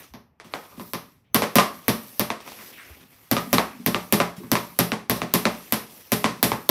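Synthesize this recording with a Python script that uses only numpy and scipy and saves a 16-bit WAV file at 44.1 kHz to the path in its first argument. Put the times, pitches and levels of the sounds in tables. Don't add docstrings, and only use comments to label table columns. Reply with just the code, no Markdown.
import sys
import numpy as np
from scipy import signal
from scipy.fft import rfft, irfft, next_fast_len
from scipy.io import wavfile
from scipy.ndimage import uniform_filter1d

SR = 44100
rng = np.random.default_rng(int(sys.argv[2]) if len(sys.argv) > 2 else 0)


def materialize(psi):
    bounded = np.clip(np.atleast_2d(psi).T, -1, 1)
    quanta = np.round(bounded * 32767).astype(np.int16)
    wavfile.write(sys.argv[1], SR, quanta)


def convert_level_to_amplitude(level_db):
    exponent = np.asarray(level_db, float) / 20
    return 10 ** exponent


N = 295470

# [t/s, force/dB, edge level/dB, blade ring/dB, floor boom/dB]
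HEEL_KNOCKS = [
    (1.42, -11.5, -18, -13, -25),
    (2.302, -11.5, -26, -23.5, -30.5),
    (5.217, -15, -26.5, -22, -20),
    (5.453, -5, -17, -16.5, -18),
    (6.517, -11, -25, -18, -20.5),
]
MIDDLE_KNOCKS = [
    (3.582, -1.5, -18.5, -15, -24),
    (4.201, -8, -18.5, -10.5, -20),
    (4.553, -14, -18.5, -15.5, -28),
    (6.242, -9, -15.5, -15, -19),
]
TOE_KNOCKS = [
    (0.537, -17.5, -31, -25, -38),
    (1.584, -6, -10.5, -5, -35),
    (3.366, -15, -21, -16.5, -22),
    (3.945, -10, -22, -21, -21),
    (4.918, -11.5, -22.5, -21, -21),
]
# [f/Hz, level/dB]
BLADE_EDGE = [(800, -52.5), (1800, 4.5), (2400, 5.5), (4400, 2.5), (5500, 3), (8000, 2.5), (11000, -4.5),
              (16000, -30.5)]


def evened(x):
    return x / np.sqrt(np.mean(x ** 2) + 1e-20)


def read(points, hz):
    f, value = np.transpose(points)
    return np.interp(np.log(hz + 1), np.log(f + 1), value)


def add(mix, s, sound):
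    part = mix[round(s * SR):][:len(sound)]
    part += sound[:len(part)]


def colour(x, points):
    size = next_fast_len(N + SR)
    gain = convert_level_to_amplitude(read(points, np.fft.rfftfreq(size, 1 / SR)))
    return irfft(rfft(x, size) * gain, size)[..., :N]


def click(spectrum):
    log_gain = np.log(convert_level_to_amplitude(read(spectrum, abs(np.fft.fftfreq(2048, 1 / SR)))))
    pulse = np.fft.ifft(np.exp(np.conj(signal.hilbert(log_gain)))).real[:1024]
    return pulse / abs(pulse).max()


def ring(modes, hz_scale, rise_s, chance, spread_db=0, spread=0):
    t = np.arange(0, max(mode[2] for mode in modes), 1 / SR)
    tones = np.zeros(len(t))
    for (f, db, t60), c in zip(modes, chance):
        level_db = db + spread_db * (c * 7 % 1 - 0.5)
        hz = f * hz_scale * (1 + spread * (c * 13 % 1 - 0.5))
        tones += convert_level_to_amplitude(level_db - 60 * t / t60) * np.sin(2 * np.pi * (hz * t + c))
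    return tones * (1 - np.exp(-t / rise_s)) ** 2


def noise(spectrum, patchy_db):
    hz = np.fft.rfftfreq(512, 1 / SR)
    a, b, patches = rng.standard_normal((N // 128 + 5, 257, 3)).T
    patches = uniform_filter1d(patches, size=8, axis=0)
    patches = evened(uniform_filter1d(patches, size=14, axis=1))
    z = (a + 1j * b) * convert_level_to_amplitude(read(spectrum, hz)[:, None] + patchy_db * patches)
    return evened(signal.istft(z, nperseg=512, noverlap=384)[1][:N])


def slap_blows():
    # [t/s, force/dB, trapped air/dB, floor boom/dB]
    flat_landings = [(0.137, -28, -41, -45), (0.934, -15, -22.5, -34), (1.345, -3, -8.5, -21.5),
                     (1.5555, -3, -8, -17.5), (1.881, -6, -11.5, -21.5), (2.195, -9, -14, -26.5),
                     (3.313, -8, -13.5, -22), (3.529, -5, -9.5, -19), (3.862, -9, -13.5, -21.5),
                     (4.124, -5.5, -8.5, -19), (4.516, -7.5, -12.5, -22), (4.789, -5.5, -9.5, -20.5),
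                     (5.097, -8, -12.5, -22.5), (5.338, -6.5, -9, -21.5), (5.723, -8.5, -12, -27.5),
                     (6.119, -8, -10.5, -23), (6.428, -5, -7, -19.5), (6.691, -1.5, -7.5, -19)]
    # [f/Hz, level/dB, t60/s]
    contact = [(45, -14, 0.041), (565, 2.5, 0.014), (1180, -25.5, 0.023), (2153, 9.5, 0.0037)]
    flat_hz = 1055
    rows = [(s, db, (db + air) / 2 - 10.5, air, db, boom, flat_hz) for s, db, air, boom in flat_landings]
    return blows(rows, contact, BLADE_EDGE, contact_s=0.00005, squeeze_s=0.0001,
                 click_db=-16.0, body_db=-3.5, edge_db=17, snap_db=-12.5, air_db=20, spill_db=15.0,
                 blade_db=-21.5, boom_db=-1.0, boom_rise_s=0.0026)


def knock_blows():
    # [t/s, edge level/dB, blade ring/dB, floor boom/dB]
    brushes = [(0.399, -41, -38, -80), (0.445, -49, -52, -43.5), (0.721, -58, -39, -50),
               (0.775, -54, -43, -33), (0.796, -39, -31.5, -30.5), (2.403, -42, -67, -86),
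               (2.463, -45, -44, -46), (2.476, -35.5, -51, -57), (2.518, -38.5, -62, -62),
               (2.588, -41.5, -48, -46), (2.775, -79, -42, -73), (4.169, -38, -32, -28),
               (4.434, -49, -41, -32), (5.165, -69, -30, -50), (6.29, -36, -36, -27.5)]
    # [f/Hz, level/dB, t60/s]
    contact = [(694, -4.5, 0.0045), (1204, -0.5, 0.0084), (2370, 4, 0.0046), (3340, -2.5, 0.0042),
               (5140, -8, 0.0026)]
    # [f/Hz, level/dB]
    puck_edge = [(800, -62), (1800, 4), (2400, 7), (4400, 1), (5800, -3), (7000, -3.5), (11000, -6.5),
                 (16000, -49)]
    rows = [(s, db, edge, edge, blade, boom, hz)
            for knocks, hz in ((HEEL_KNOCKS, 770), (MIDDLE_KNOCKS, 939), (TOE_KNOCKS, 1186))
            for s, db, edge, blade, boom in knocks]
    brush_click_db, brush_hz = 7, 1076
    rows += [(s, edge + brush_click_db, edge, edge, blade, boom, brush_hz) for s, edge, blade, boom in brushes]
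    return blows(sorted(rows), contact, puck_edge, contact_s=0.00012, squeeze_s=0.0001,
                 click_db=3.5, body_db=2.5, edge_db=8.5, snap_db=-5.5, air_db=-8, spill_db=-20.0,
                 blade_db=-6.5, boom_db=-9.0, boom_rise_s=0.0021)


def blows(rows, contact, bite, contact_s, squeeze_s, click_db, body_db, edge_db, snap_db, air_db, spill_db,
          blade_db, boom_db, boom_rise_s):
    # [f/pitch, level/dB, t60/s]
    blade_modes = [(.56, -13, .03), (.78, -9, .035), (.88, -7, .04), (.95, -6, .035), (1.03, -5, .045),
                   (1.12, -7, .035), (2.2, -12, .02)]
    # [f/Hz, level/dB, t60/s]
    floor_modes = [(73.5, -19.5, 0.26), (129.7, -2.5, 0.18), (181, -2.5, 0.23), (224.2, 4.5, 0.12),
                   (249.6, 3.5, 0.11), (350, -4.5, 0.18), (421, -8, 0.23), (474, -11.5, 0.28),
                   (595.5, -11, 0.33)]
    # [f/Hz, level/dB]
    jet_toward_mic = [(3000, -51.5), (7000, -16), (10000, -17), (13000, 0.5), (15000, 2), (17000, -4.5)]
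    # [f/Hz, level/dB]
    jet_into_room = [(3000, -45), (7000, -1), (9500, -1.5), (12000, -1), (14000, -4.5), (16000, -5)]
    # [f/Hz, level/dB]
    stick_body = [(150, -32.5), (350, -1), (700, 2), (1200, 1.5), (1550, -1.5), (2300, -8.5), (3200, -15),
                  (6000, -50)]
    places, straight = np.zeros((4, N)), np.zeros(N)
    chance = rng.random((len(rows), 16))
    lead = 88
    puffs, t = rng.standard_normal((len(rows), 2 * lead)), (np.arange(2 * lead) - lead) / SR
    squeeze = np.exp(np.where(t < 0, t / squeeze_s, -t / 0.00019))
    body, edge, air, spill = click(stick_body), click(bite), click(jet_toward_mic), click(jet_into_room)
    for k, (s, db, e_db, a_db, r_db, b_db, hz) in enumerate(rows):
        hit, place = s + 0.00092, places[k % len(places)]

        puff = puffs[k] * squeeze
        jet = np.convolve(puff / np.linalg.norm(puff), air)
        jet_db = a_db + air_db + 0.83 * (a_db + 27.5)
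        add(straight, hit - lead / SR, convert_level_to_amplitude(jet_db) * jet)
        touch = ring(contact, 0.99, contact_s, 0.28 * chance[k, 2:], spread_db=-2.0, spread=0.53)
        add(straight, hit, convert_level_to_amplitude(db + click_db) * touch)
        add(straight, hit, convert_level_to_amplitude(e_db + edge_db + snap_db) * edge)

        add(place, hit, convert_level_to_amplitude(a_db + spill_db) * spill)
        add(place, hit, convert_level_to_amplitude((db + r_db) / 2 + body_db) * body)
        add(place, hit, convert_level_to_amplitude(e_db + edge_db) * edge)
        add(place, hit, convert_level_to_amplitude(r_db + blade_db) * ring(blade_modes, hz, 0.00065, chance[k], spread_db=6))

        boom = ring(floor_modes, 0.98, boom_rise_s, 0.14 * chance[k, 6:], spread_db=6.5, spread=0.074)
        boom *= convert_level_to_amplitude(b_db + boom_db)
        add(straight, hit, boom)
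        add(place, hit, convert_level_to_amplitude(-12) * boom)
    return places, straight


def friction():
    # [start t/s, length/s, speed level/dB, pressure level/dB]
    strokes = [(0.0, 0.0092, -53, 4.5), (0.466, 0.085, -70.5, 14), (0.534, 0.12, -58.5, 4.5),
               (0.694, 0.11, -61, 1.5), (0.803, .1, -53.5, -7), (0.97, 0.16, -69.5, 4.5),
               (1.47, 0.16, -61, 6), (1.737, 0.15, -56.5, 1.5), (1.943, 0.23, -51.5, -3.5),
               (2.435, 0.053, -67, 12), (2.468, 0.23, -52, 1), (2.736, 0.16, -57.5, -1),
               (2.875, 0.16, -62, 6.5), (3.108, 0.25, -62.5, 1.5), (3.396, 0.14, -52.5, 0),
               (3.708, 0.24, -61.5, 5.5), (3.904, 0.17, -54, -11), (4.086, 0.14, -61, 0),
               (4.38, 0.17, -59, 2.5), (4.56, 0.11, -53.5, -10), (4.703, 0.13, -57, 0),
               (5.15, 0.33, -66, 14), (5.384, 0.35, -53, -2), (5.764, 0.063, -59, 11),
               (5.905, 0.11, -53, -2.5), (6.048, .1, -57.5, 1), (6.19, 0.051, -45, -4),
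               (6.33, .1, -61.5, 6), (6.48, 0.18, -56.5, -2)]
    rise_db_per_s, fall_db_per_s = 394, 182
    skid_db, skid_t60_s = -32.5, 0.47
    t = np.arange(0, N / SR + 0.01, 0.004)
    start, length, speed_db, press_db = np.transpose(strokes)[:, :, None]
    before, after = np.maximum(start - t, 0), np.maximum(t - start - length, 0)
    shape_db = speed_db - rise_db_per_s * before - fall_db_per_s * after
    s, force_db = np.transpose(HEEL_KNOCKS + MIDDLE_KNOCKS + TOE_KNOCKS)[:2, :, None]
    skid = (convert_level_to_amplitude(2 * (force_db + skid_db - 60 * (t - s) / skid_t60_s)) * (t > s)).sum(0)
    levels = []
    for share in (0, 1, 1):
        power = convert_level_to_amplitude(2 * (shape_db + share * press_db)).sum(0) + (share > 0) * skid
        level_db = np.minimum(10 * np.log10(power + 1e-10), -49)
        levels.append(np.interp(np.arange(N) / SR, t, level_db))
    return levels


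def slide():
    # [f/Hz, level/dB]
    hiss_colour = [(1000, -27), (4000, -9), (8000, -5.5), (11000, 1), (16000, 10)]
    # [f/Hz, level/dB]
    scrape_colour = [(500, -9.5), (1200, 5), (2500, 6), (6000, -12.5), (10000, -15.5), (16000, -77)]
    # [f/Hz, level/dB]
    drag_colour = [(60, -34), (130, -8.5), (250, 12), (1000, 3), (2000, 2), (5000, -37)]
    hiss_db, scrape_db, drag_db = friction()
    slip = evened(uniform_filter1d(rng.standard_normal(N), size=200))
    patchy_db = 2.4
    hiss = convert_level_to_amplitude(hiss_db + 16 + 1.0 * slip) * noise(hiss_colour, patchy_db)
    scrape = convert_level_to_amplitude(scrape_db + 2.3 * slip) * noise(scrape_colour, patchy_db)
    drag = convert_level_to_amplitude(drag_db - 1.5 + 0.82 * slip) * noise(drag_colour, patchy_db)
    return hiss + scrape + drag


def ticks():
    level_db = friction()[1]
    per_s, spread_db = 90, 4.5
    size = convert_level_to_amplitude(spread_db * np.minimum(rng.exponential(1, N), 3))
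    grit = size * (rng.random(N) < per_s / SR)
    return signal.oaconvolve(convert_level_to_amplitude(level_db + 5) * grit, click(BLADE_EDGE))[:N]


def scuffs():
    # [t/s, level/dB, length/s]
    grazes = [
        (0.441, -43, 0.0093),
        (0.533, -37, .005),
        (2.404, -36, 0.0053),
        (4.365, -33, 0.0062),
        (4.427, -50, .006),
        (5.157, -24.5, 0.0094),
    ]
    # [f/Hz, level/dB]
    graze_colour = [(500, 1), (2000, -1), (6000, -8), (9000, -4), (13000, -8), (16000, 11)]
    out, t = np.zeros(N), np.arange(SR // 10) / SR
    for (s, db, length), rub in zip(grazes, rng.standard_normal((len(grazes), len(t)))):
        puff = evened(np.convolve(rub, click(graze_colour))[:len(t)])
        swell = 2 * t / length * np.exp(1 - 2 * t / length)
        add(out, s, convert_level_to_amplitude(db) * puff * swell)
    return out


def rasps():
    # [t/s, level/dB, centre f/Hz]
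    catches = [
        (0.619, -47, 1140),
        (1.2394, -64.5, 2750),
        (2.587, -40, 1960),
        (2.722, -42, 2820),
        (2.7732, -36, 2020),
        (2.8294, -50, 2220),
    ]
    out, t = np.zeros(N), np.arange(SR // 5) / SR
    for (s, db, hz), rub in zip(catches, rng.standard_normal((len(catches), len(t)))):
        band = signal.lfilter(*signal.butter(2, [0.69 * hz, 1.14 * hz], "band", fs=SR), rub)
        swell = 1 - np.exp(-t / 0.008)
        add(out, s, convert_level_to_amplitude(db - 2.5 - 60 * t / 0.5) * evened(band) * swell)
    return out


def thuds():
    # [t/s, level/dB, pitch f/Hz]
    landings = [(0.099, -41, 62), (0.791, -64, 208), (2.894, -38, 76), (2.998, -49.5, 164),
                (3.031, -47, 251), (3.47, -26.5, 234.3), (3.744, -35.5, 240), (3.794, -28.5, 233),
                (4.373, -29, 181), (4.399, -32.5, 350), (4.434, -33, 226), (6.389, -36, 221)]
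    carpet = [(1, 0, 0.09), (0.8, -5, 0.12), (1.2, -6, 0.07), (1.75, -11, 0.05)]  # [f/pitch, level/dB, t60/s]
    out = np.zeros(N)
    for s, db, hz in landings:
        add(out, s, convert_level_to_amplitude(db - 1.5) * ring(carpet, hz, 0.0056, [0.015, 0.21, 0.54, 0.1]))
    return out


def room(places, tail_db):
    # [t/s, level/dB]
    wall_echoes = [(.0032, -17.5), (.0055, -6.5), (.0092, -15.5), (0.0111, -5.5), (0.014, -5.5),
                   (.0185, -5.5), (0.0251, -19.5)]
    # [f/Hz, t60/s]
    decay = [(60, 0.058), (160, 0.53), (420, 0.25), (1100, 0.35), (2900, 0.3), (7700, 0.3), (14000, 0.37)]
    out = places.sum(0)
    for x in places:
        taps = np.zeros(SR)
        at = np.arange(30, SR - 20, 12)
        taps[at + rng.integers(0, 12, len(at))] = rng.choice([-1., 1.], len(at))
        hz, t, z = signal.stft(taps, SR, nperseg=256)
        tail = signal.istft(z * convert_level_to_amplitude(-60 * t / read(decay, hz)[:, None]), SR, nperseg=256)[1]
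        build_up = 1 - np.exp(-np.arange(len(tail)) / SR / 0.001)
        tail *= convert_level_to_amplitude(tail_db) / np.linalg.norm(tail) * build_up
        for (s, db), shifts in zip(wall_echoes, rng.uniform(-1, 1, (len(wall_echoes), 3))):
            at = np.round((s + 0.0008 * shifts) * SR).astype(int)
            tail[at] += convert_level_to_amplitude(db - 5.0) * np.array([1, -1, 1])
        out += signal.oaconvolve(x, tail)[:N]
    return out


def house_hum():
    # [f/Hz, level/dB per Hz]
    hum_colour = [(18, -52), (30, 0), (103, -10.5), (170, -13.5), (364, -24.5), (1200, -28), (2750, -36),
                  (4080, -63)]
    return convert_level_to_amplitude(-65) * noise(hum_colour, patchy_db=-1.0)


def scene():
    # [f/Hz, level/dB]
    dull_treble = [(15000, 0), (15700, -10), (15950, -60)]
    slap, slap_straight = slap_blows()
    knock, knock_straight = knock_blows()
    places = slap + knock
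    places[0] += ticks() + convert_level_to_amplitude(-8.0) * thuds()
    places[1] += scuffs()
    around = room(places, tail_db=4.5) + thuds() + slide() + rasps() + house_hum()
    return (slap_straight + knock_straight + colour(around, dull_treble))[None]


def low_pass(x):
    return signal.sosfilt(signal.butter(12, 17010, fs=SR, output="sos"), x)


def record(dry):
    # [f/Hz, level/dB]
    mic_colour = [(100, 3.5), (1250, -1), (1400, -5), (5500, 1.5), (8500, 1), (10500, 0.5), (11500, 4),
                  (15500, -7.5)]
    # [f/Hz, level/dB]
    band_steps = [(5800, 0), (6130, 1), (6210, -5), (15500, -5), (16850, -12), (17050, -90)]
    heard = signal.lfilter(*signal.butter(3, 62, "high", fs=SR), dry)
    for lag_hz in (700, 230):
        pole = [1, -np.exp(-2 * np.pi * lag_hz / SR)]
        poles = np.convolve(pole, pole)
        heard = signal.lfilter(poles[::-1], poles, heard)
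    heard = colour(heard, mic_colour)
    held = heard / (1 + heard ** 4) ** 0.25
    return low_pass(colour(held, band_steps))


dry = scene()
out = record(dry)
materialize(out)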